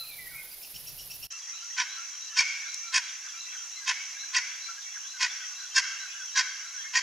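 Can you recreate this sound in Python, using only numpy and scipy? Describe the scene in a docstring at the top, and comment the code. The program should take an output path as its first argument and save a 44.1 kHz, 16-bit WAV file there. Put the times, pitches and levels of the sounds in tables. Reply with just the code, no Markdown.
"""A forest, two spots in turn. First, undergrowth: over a low rumble, a bush-cricket rasps its wings
in high pulses, and birds give a falling whistle and a series of thin chirps.
Then, treetops: a large bird gives nine short, harsh barks, syrinx claps shaped by its throat, that
echo from the trees. Behind it are leaf hiss, a ticking insect buzz and small birds further off."""
import sys
import numpy as np
from scipy import signal
from scipy.fft import rfft, irfft, next_fast_len
from scipy.io import wavfile
from scipy.ndimage import uniform_filter1d

SR = 44100
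rng = np.random.default_rng(int(sys.argv[2]) if len(sys.argv) > 2 else 0)


def master(y):
    """Save y as 16-bit WAV."""
    cut = np.clip(np.atleast_2d(y).T, -1, 1)
    pcm = np.round(cut * 32767)  # scale
    wavfile.write(sys.argv[1], SR, pcm.astype(np.int16))


N = 309582
TIME = np.arange(N) / SR


def from_db(db):
    """Decibels to gain."""
    return 10 ** (np.asarray(db) / 20)


def rms_one(x):
    """Scale to unit rms."""
    return x / np.sqrt(np.mean(x ** 2) + 1e-20)


def add(track, start_s, sound):
    """Mix a sound into a track."""
    at = int(round(start_s * SR)) + np.arange(len(sound))
    inside = (at >= 0) & (at < N)
    track[at[inside]] += sound[inside]


def drift(rate_hz, size=N):
    """Random curve, spread about 1, with rate_hz knots a second."""
    knots = rng.standard_normal(8192)
    return 1.2 * np.interp(np.arange(size) / SR * rate_hz, np.arange(8192), knots)


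def resonate(x, hz, width_hz):
    """A resonance applied twice: steep skirts, peak gain 1."""
    r = np.exp(-np.pi * width_hz / SR)
    section = [(1 - r * r) / 2, 0, (r * r - 1) / 2, 1, -2 * r * np.cos(2 * np.pi * hz / SR), r * r]
    return signal.sosfilt([section, section], x + 1e-18)


def cut(x, hz, kind, order=2):
    """Butterworth high- or low-pass."""
    return signal.sosfilt(signal.butter(order, min(hz, .45 * SR), kind, fs=SR, output="sos"), x)


def band_noise(hz, width_hz, size=N):
    """One band of noise, rms 1."""
    return rms_one(resonate(rng.standard_normal(size), hz, width_hz))


def air_noise(spectrum, side_db):
    """Stereo noise of a given colour and width, rms 1."""
    hz, db = np.transpose(spectrum)
    size = next_fast_len(N)
    bins_hz = np.arange(size // 2 + 1) * SR / size
    gain = from_db(np.interp(np.log(bins_hz + 1), np.log(hz), db)) * (bins_hz > 15)
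    mid, side = irfft(rfft(rng.standard_normal((2, size))) * gain, size)[:, :N]
    return rms_one(mid + from_db(side_db) * side * [[1], [-1]])


def puff(length_s, hz, width_hz):
    """A short arch of band noise."""
    arch = np.hanning(int(length_s * SR)) ** .5
    return arch * band_noise(hz, width_hz, len(arch))


def whistle(hz, waver, flutter_db):
    """A sine on a pitch curve, unsteady in pitch and level."""
    phase = 2 * np.pi * np.cumsum(hz * (1 + waver * drift(900, len(hz)))) / SR
    return np.sin(phase) * from_db(flutter_db * drift(158.7, len(hz)))


def note(length_s, start_hz, end_hz, bend=1.0, waver=0.012, flutter_db=3.0):
    """A gliding whistle under a soft arch."""
    along = np.linspace(0, 1, int(length_s * SR))
    hz = end_hz + (start_hz - end_hz) * (1 - along) ** bend
    return np.sqrt(2 * np.abs(np.sin(np.pi * along))) * whistle(hz, waver, flutter_db)


def pan(x, left_db):
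    """Place a sound by its left-right level difference."""
    return x * from_db([[left_db / 2], [-left_db / 2]])


def from_right(x, shade, lag_samples=0.0):
    """A source to the right reaches the left ear with less treble and an optional lag."""
    left, right = np.broadcast_to(x, (2, N))
    shaded = left - shade * cut(left, 6300, "high", order=1)
    return np.array([np.interp(np.arange(N) - lag_samples, np.arange(N), shaded), right])


def forest(x, t60_s, dull_hz, side_db, build_s, thin_hz=900):
    """Weak echoes from trunks and crowns build up and die away; leaves scatter little bass."""
    t = np.arange(2 * SR) / SR
    scatter = rng.standard_normal((2, len(t))) * from_db(-60 * t / t60_s) * (1 - np.exp(-t / build_s))
    dulled = cut(scatter, dull_hz, "low", order=1)
    mid, side = cut(dulled, thin_hz, "high") / np.sqrt(np.sum(scatter[0] ** 2))
    return signal.fftconvolve(x[None], mid + from_db(side_db) * side * [[1], [-1]], axes=1)[:, :N]


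def undergrowth_hiss(level_db=-52.5):
    """Steady broadband noise."""
    # Each row: frequency in Hz, relative density in dB.
    spectrum = [(25, 13), (60, -7), (200, -7), (450, -3), (700, -0.5), (1200, -7.5), (3000, -2),
                (5000, 2.5), (7000, -3), (8500, -12), (11000, -53)]
    return from_db(level_db) * air_noise(spectrum, side_db=-3.5)


def rumble():
    """A low, uneven rumble sinks away and returns with a bump."""
    # Each row: frequency in Hz, relative density in dB.
    spectrum = [(25, -4), (50, 0), (75, -6), (110, -3), (155, 1), (200, -15), (300, -17), (500, -44)]
    # Each row: time in seconds, level in dB.
    levels = [(0, -66.5), (.36, -58), (.43, -73), (.725, -75), (.745, -52), (.8, -61), (.9, -55.5),
              (1.08, -60), (1.25, -55)]
    return from_db(np.interp(TIME, *np.transpose(levels))) * air_noise(spectrum, side_db=1.0)


def leaves(level_db=-46.5, patchy_db=1.1):
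    """Leaf hiss whose low and middle bands swell and sink separately."""
    # Each row: frequency in Hz, relative density in dB.
    spectrum = [(400, -21), (560, -18), (850, -13.5), (1150, -6), (1500, -6), (2100, -3.5), (3200, -5.5),
                (4400, -8), (5300, -2), (6500, 5), (8000, -12), (10500, -19.5), (14000, -24.5),
                (16000, -45)]
    hiss = air_noise(spectrum, side_db=-15.5)
    patches = sum((from_db(patchy_db * drift(9)) - 1) * resonate(hiss, hz, .4 * hz)
                  for hz in np.geomspace(800, 4200, 6))
    return from_db(level_db + .5 * drift(3.08)) * (hiss + patches)


def rustles():
    """Brief high rustles and ticks."""
    # Each row: start in seconds, length in seconds, level in dB.
    bursts = [(1.317, 0.012, -36), (2.742, 0.005, -27.5)]
    out = np.zeros(N)
    for start_s, length_s, db in bursts:
        add(out, start_s, from_db(db) * puff(length_s, hz=6000, width_hz=1500))
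    return out


def tree_insects(tick_hz=53.1, tick_decay=2.16, unsteady_db=1.6, waver_db=1.8):
    """One insect ticks steadily into its resonances; a far chorus merges into wavering bands."""
    # Each row of both: centre in Hz, width in Hz, level in dB.
    resonances = [(5760, 260, -47), (6197, 230, -50.5)]
    chorus_bands = [(2715, 29, -59), (3260, 67, -69.5), (4045, 84, -59.5), (4817, 140, -56.5),
                    (5666, 320, -59)]
    cycles = np.cumsum(tick_hz * (1 + .004 * drift(3))) / SR
    ticks = rng.standard_normal(N) * np.exp(-tick_decay * (cycles % 1))
    ticks *= from_db(unsteady_db * drift(30))
    near = sum(from_db(db) * rms_one(resonate(ticks, hz, width_hz)) for hz, width_hz, db in resonances)
    far = sum(from_db(db + waver_db * drift(14)) * band_noise(hz, width_hz)
              for hz, width_hz, db in chorus_bands)
    echo = forest(near, t60_s=0.45, dull_hz=9000, side_db=5.5, build_s=0.0025)
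    return near + far + from_db(-3.5) * echo


def bush_cricket(wing_hz=11.27, closing_share=.52, swell_db=8.0, opening_db=-3.0):
    """Wings rasp shut, then more softly open; each stroke swells and stops short. Far ones merge."""
    # Wing rasp. Each row: frequency in Hz, relative density in dB.
    spectrum = [(8000, -20), (9300, -12), (10800, -5), (12500, -1), (15000, -3), (16000, -10.5)]
    beat = (wing_hz * (TIME - .0595)) % 1
    opening = beat > closing_share
    along = np.where(opening, (beat - closing_share) / (1 - closing_share), beat / closing_share)
    stroke_db = swell_db * (np.sin(np.pi / 2 * along) - .5) + opening_db * opening
    chorus = from_db(-51.5) * band_noise(hz=10800, width_hz=2000)
    rasp = from_db(-47.5 + stroke_db) * air_noise(spectrum, side_db=-32)
    return pan(rasp + chorus, left_db=-3.5)


def far_chatter(low_hz=1350, high_hz=3600, count=200):
    """Faint notes of distant birds at random times and pitches, heard only as echo."""
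    out = np.zeros(N)
    for when, pitch, glide, strength in rng.random((count, 4)):
        hz = low_hz * (high_hz / low_hz) ** pitch
        call = note(0.0316, hz, hz * (0.87 + 0.295 * glide))
        add(out, when * N / SR, from_db(-54.25 + 5 * strength) * call)
    return forest(out, t60_s=0.26, dull_hz=6060, side_db=-1.5, build_s=0.0015)


def yelp(length_s=.078, start_hz=3800, end_hz=1320, swell_db=24):
    """A hoarse note swells as it plunges and ends in a hiss."""
    along = np.linspace(0, 1, int(length_s * SR))
    hz = start_hz * (end_hz / start_hz) ** along
    swell = from_db(swell_db * (along - 1)) * np.abs(np.sin(np.pi * along)) ** 0.62
    hoarse = .95 * along + .6 * (1 - .6 * along) * drift(900, len(along))
    tone = hoarse * whistle(hz, waver=0.042, flutter_db=4.0)
    hiss = from_db(-6.0) * along ** 2 * puff(length_s, hz=1500, width_hz=900)
    return 2 * swell * (tone + hiss)


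def low_birds():
    """Yelps and a far bird's repeated falling hoot, with a short echo."""
    # Each row of both: start in seconds, gain in dB.
    yelps = [(3.203, -42), (3.492, -40), (4.903, -39.5), (6.79, -41.5)]
    hoots = [(4.672, -51), (5.135, -50), (5.398, -47), (5.613, -48.5), (5.818, -46), (6.016, -46.5),
             (6.19, -48), (6.73, -50)]
    out = np.zeros(N)
    for start_s, db in yelps:
        add(out, start_s, from_db(db) * yelp())
    for start_s, db in hoots:
        hoot = note(0.0517, start_hz=1620, end_hz=1400, waver=.015, flutter_db=2.0)
        add(out, start_s, from_db(db) * hoot)
    return out + from_db(-3.5) * forest(out, t60_s=0.43, dull_hz=5000, side_db=-16.0, build_s=.002)


def peeps():
    """A small bird repeats one peep that swells as it rises and lingers in the trees."""
    # Each row: time in seconds, gain in dB.
    calls = [(1.535, -46), (1.891, -45), (2.209, -48), (2.66, -51.5), (2.85, -51), (3.006, -48),
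             (3.37, -47), (3.725, -47.5), (4.179, -45), (4.598, -46.5), (5.075, -48.5), (5.557, -47),
             (5.995, -44.5), (6.318, -45), (6.628, -49)]
    out = np.zeros(N)
    for time_s, db in calls:
        peep = note(0.0645, start_hz=3810, end_hz=4070, bend=1.66, waver=.014, flutter_db=3.5)
        add(out, time_s - .005, from_db(db) * peep * np.linspace(.5, 1.15, len(peep)))
    return out + .8 * forest(out, t60_s=.5, dull_hz=7000, side_db=-1.0, build_s=.012)


def chirps(first_s=.5, every_s=.12, warm_up_s=0.101, count=7):
    """A clear high note over a rough low one and hiss; pitch and level climb as the bird warms up."""
    out = np.zeros(N)
    for since_s in every_s * np.arange(count):
        cold = np.exp(-since_s / warm_up_s)
        time_s, hz, db = first_s + since_s, 5600 - 730 * cold, -40.5 - 7.5 * cold
        clear = note(0.027, hz * .97, hz, bend=3.1, waver=0.016, flutter_db=4.0)
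        rough = note(0.0418, hz * 0.46, hz * .53, bend=1.42, waver=0.065, flutter_db=6.5)
        add(out, time_s + 0.0051, from_db(db - 4) * clear)
        add(out, time_s - .008, from_db(db - 11) * rough)
        add(out, time_s - .005, from_db(db - 9) * puff(0.058, hz * 0.93, width_hz=3300))
    return out


def slur():
    """One long, slightly hoarse whistle dives and turns up again."""
    # Each row: time in seconds, pitch in Hz, level in dB.
    contour = [(0.066, 2908, -58), (.092, 2460, -54), (0.131, 2317, -51), (.177, 2303, -45),
               (.184, 2146, -55), (0.191, 2020, -47), (0.241, 1965, -54), (.272, 1903, -45.5),
               (.296, 2220, -57), (.34, 2243, -49), (0.385, 2180, -44.5), (.42, 2125, -49),
               (.445, 2280, -73)]
    time_s, hz, db = np.transpose(contour)
    level = from_db(np.interp(TIME, time_s, db)) * (TIME > time_s[0]) * (TIME < time_s[-1])
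    return np.sqrt(2) * level * whistle(np.interp(TIME, time_s, hz), waver=0.015, flutter_db=1.0)


def small_birds():
    """Chirps, the slur and short sliding whistles, with their echo."""
    # Each row: start in seconds, length in seconds, start pitch in Hz, end pitch in Hz, gain in dB.
    slides = [(-.02, 0.059, 4086, 4050, -40), (0, 0.045, 1430, 1217, -57.5), (0, 0.06, 2720, 2420, -55),
              (.05, 0.073, 4260, 4050, -54), (0.104, 0.041, 3860, 3610, -54),
              (0.297, 0.069, 1616, 1240, -58.5), (0.343, 0.077, 2370, 2530, -54),
              (.36, 0.09, 1525, 1503, -59), (0.407, 0.059, 3000, 3980, -65),
              (1.413, 0.038, 3460, 3160, -49), (2.13, 0.036, 3330, 3060, -52),
              (2.289, 0.058, 1800, 1680, -54), (2.829, 0.095, 1413, 1310, -54),
              (2.848, 0.049, 2350, 2300, -56), (3.062, 0.062, 3630, 3660, -52),
              (3.282, 0.033, 3520, 3080, -48), (3.333, .02, 1170, 1610, -54),
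              (3.46, 0.044, 2670, 2670, -50), (3.758, 0.045, 2080, 2030, -50.5),
              (3.948, 0.084, 2230, 2280, -46), (4.169, 0.044, 2240, 2290, -55),
              (5.294, 0.025, 3440, 3440, -46), (6.111, 0.041, 3420, 3340, -53),
              (6.188, 0.043, 2690, 2560, -55), (6.204, 0.028, 3400, 3330, -50),
              (6.839, 0.046, 2117, 2180, -44.5)]
    out = chirps() + slur()
    for start_s, length_s, start_hz, end_hz, db in slides:
        add(out, start_s, from_db(db) * note(length_s, start_hz, end_hz))
    return out + from_db(-2.0) * forest(out, t60_s=0.59, dull_hz=7000, side_db=-8.0, build_s=0.0014)


def bark_echo(barks):
    """Trees return the barks, blurred by trembling leaves, dull and ringing at a few pitches."""
    # Each row: centre in Hz, width in Hz, gain in dB.
    rings = [(1560, 320, -4), (2170, 380, 0), (2680, 280, -4), (3230, 260, 0)]
    blurred = barks * (.7 + drift(800))
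    echo = forest(blurred, t60_s=1.0, dull_hz=3260, side_db=-9.5, build_s=0.034, thin_hz=1880)
    body = cut(echo, 4090, "low", order=4) + from_db(-0.5) * cut(echo, 5320, "high", order=4)
    ringing = sum(from_db(db) * resonate(body, hz, width_hz) for hz, width_hz, db in rings)
    return from_db(-9.0) * (from_db(0.5) * body + ringing)


def near_branches(x, echo_db=-7.5, lowest_hz=1500, count=6):
    """Twigs by the perch are too thin to reflect low tones; their quick echoes notch the rest."""
    out, bright = x.copy(), cut(x, lowest_hz, "high", order=4)
    for lag_s, sign in zip(rng.uniform(.002, .011, count), rng.choice([-1, 1], count)):
        out += sign * from_db(echo_db) * np.pad(bright, (int(lag_s * SR), 0))[:len(x)]
    return out


def push(t, length_s):
    """Air pressure of one bark, centred on t = 0: it swells, starts the voice abruptly, and dies."""
    along = t / (length_s / 2)
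    catch = .5 + .5 * np.tanh((along + 1.47) / .36)
    return catch * np.exp(-.7 * along ** 2 - 0.16 * along ** 4)


def syrinx(t, length_s, pitch_hz, sag=0.07, jitter=.04, shimmer_db=4.0):
    """Uneven claps, each with a puff of turbulence; the pitch sags as the push ends."""
    ending = np.clip(t / (length_s / 2), 0, 1)
    hz = pitch_hz * (1 - sag * ending ** 2) * (1 + jitter * drift(500, len(t)))
    cycles = np.cumsum(hz) / SR
    claps = np.diff(np.floor(cycles), prepend=0) * from_db(shimmer_db * drift(491.7, len(t)))
    puffs = rng.standard_normal(len(t)) * np.exp(-4 * (cycles % 1))
    return rms_one(claps) + .5 * rms_one(puffs)


def throat(source, treble_db, sizzle_db, detune=0.0024, flicker_db=2.0):
    """The moving throat, never shaped twice alike, rings and swallows tones; the open beak sizzles."""
    # Each row: centre in Hz, width in Hz, gain in dB.
    resonances = [(1012, 254, 1), (1466, 244, 0.5), (1810, 217, 8.5), (2233, 330, 0.5), (2590, 760, -0.5),
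                  (3274, 228, -0.5), (3753, 330, -2.5), (4344, 300, -0.5), (4784, 420, 2), (5470, 790, 0.5),
                  (6140, 1100, -3), (6774, 410, -1), (7480, 920, -12)]
    # Each row: centre in Hz, width in Hz.
    notches = [(1210, 130), (2860, 41), (4030, 100)]
    voice = from_db(sizzle_db - 19) * resonate(source, hz=8160, width_hz=2800)
    for k, (hz, width_hz, db) in enumerate(resonances):
        mobility = min(k / 2, 1)   # the lowest resonance holds still
        gain = from_db(db + treble_db * (hz > 4000) + mobility * flicker_db * drift(104, len(source)))
        shifted_hz = hz * (1 + mobility * detune * rng.standard_normal())
        voice += (-1) ** k * gain * resonate(source, shifted_hz, width_hz)
    voice /= np.sqrt(np.abs(uniform_filter1d(voice ** 2, size=220)) + 1e-12)   # even out the level
    for hz, width_hz in notches:
        voice = signal.lfilter(*signal.iirnotch(hz, hz / width_hz, fs=SR), voice)
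    return voice


def clear_tone(t, hz, waver=0.023, half_length_s=0.024):
    """A brief, wavering clear tone sings out of the rasp."""
    swell = np.sqrt(2) * np.exp(-2 * (t / half_length_s) ** 2)
    return swell * whistle(np.full(len(t), hz), waver, flutter_db=4.5)


def big_bird(throb_hz=56.3, throb_db=2.4, surge_s=0.0085, surge_treble_db=3.5):
    """Barks: a throbbing rasp with three clear tones; the main surge of air brightens it."""
    # Each row: centre and length in seconds; level, treble and sizzle in dB; surge lag in seconds;
    # low tone in Hz, its dB, its lag in seconds; middle in Hz, its dB; high in Hz, its dB.
    barks = [(1.803, 0.053, -25.5, -6, -5.5, -0.00051, 1512, -8, 0.00034, 2280, -12.5, 5840, -9),
             (2.396, 0.054, -21.5, 2, 1, -0.0049, 2367, -8.5, 0.0052, 4780, -11.5, 5440, -5),
             (2.963, 0.053, -21.5, -1, 4.5, -0.000006, 1634, -14, 0.019, 2490, -10.5, 5430, -5),
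             (3.897, 0.051, -24, -4.5, -1, 0.00016, 1527, -14, 0.01, 2527, -14.5, 6170, -11),
             (4.368, 0.052, -23.5, -2, -3.5, 0.00022, 1950, -7.5, 0.01, 2640, -10, 4770, -10),
             (5.233, 0.056, -23.5, 0, 0, -0.0024, 1920, -4, 0.025, 2454, -12, 5230, -7.5),
             (5.777, 0.043, -19.5, 3, 3.5, -0.0118, 1566, -9.5, .009, 2650, -14.5, 5386, -8.5),
             (6.389, 0.054, -21, -0.5, -4, -0.011, 1644, -8, -0.026, 2116, -14, 5730, -6),
             (6.97, 0.054, -23.5, -0.5, -6, 0.0047, 1866, -2, -0.0032, 2450, -11, 5680, -10)]
    out, t = np.zeros(N), np.arange(-SR // 16, SR // 16) / SR
    for (centre_s, length_s, db, treble_db, sizzle_db, surge_lag_s,
         low_hz, low_db, low_lag_s, middle_hz, middle_db, high_hz, high_db) in barks:
        from_surge_s = t - surge_lag_s
        pressure = push(t, length_s)
        pitch_hz = 514.4 + 1.5 * (db + 22.5)   # a harder push is higher
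        bright_db = treble_db + surge_treble_db * (np.exp(-(from_surge_s / surge_s) ** 2) - .3)
        source = near_branches(syrinx(t, length_s, pitch_hz))
        voice = throat(source, bright_db, sizzle_db)
        rasp = cut(voice, 10500, "low", order=4)   # air and foliage absorb the top
        clear = (from_db(low_db) * clear_tone(t - low_lag_s, low_hz)
                 + from_db(middle_db) * clear_tone(t, middle_hz)
                 + from_db(high_db) * clear_tone(from_surge_s, high_hz, waver=0.0089))
        level = from_db(db + throb_db * np.cos(2 * np.pi * throb_hz * from_surge_s))
        add(out, centre_s + t[0], level * (rasp * pressure + clear * np.sqrt(pressure)))
    return out


def scene(first_end_s=1.272, second_start_s=1.302):
    """Undergrowth; after a short drop in level the scene changes to treetops, steeply high-passed at 545 Hz."""
    small, barks = small_birds(), big_bird()
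    undergrowth = undergrowth_hiss() + rumble() + bush_cricket() + small
    birds = far_chatter() + bark_echo(barks) + small + peeps() + low_birds()
    behind = from_right(birds + leaves() + tree_insects() + rustles(), shade=0.15, lag_samples=0.033)
    treetops = cut(from_right(barks, shade=0.29) + behind, 545, "high", order=10)
    fade_times_s = [first_end_s - .004, first_end_s, second_start_s, second_start_s + .01]
    fade_out = np.interp(TIME, fade_times_s, [1, .09, .09, 0])
    fade_in = np.clip((TIME - second_start_s) / .008, 0, 1)
    return undergrowth * fade_out + treetops * fade_in


def record(dry, cutoff_hz=15600):
    """Steep low-pass."""
    return signal.sosfilt(signal.ellip(10, .1, 80, cutoff_hz, fs=SR, output="sos"), dry)


dry = scene()
out = record(dry)
master(out)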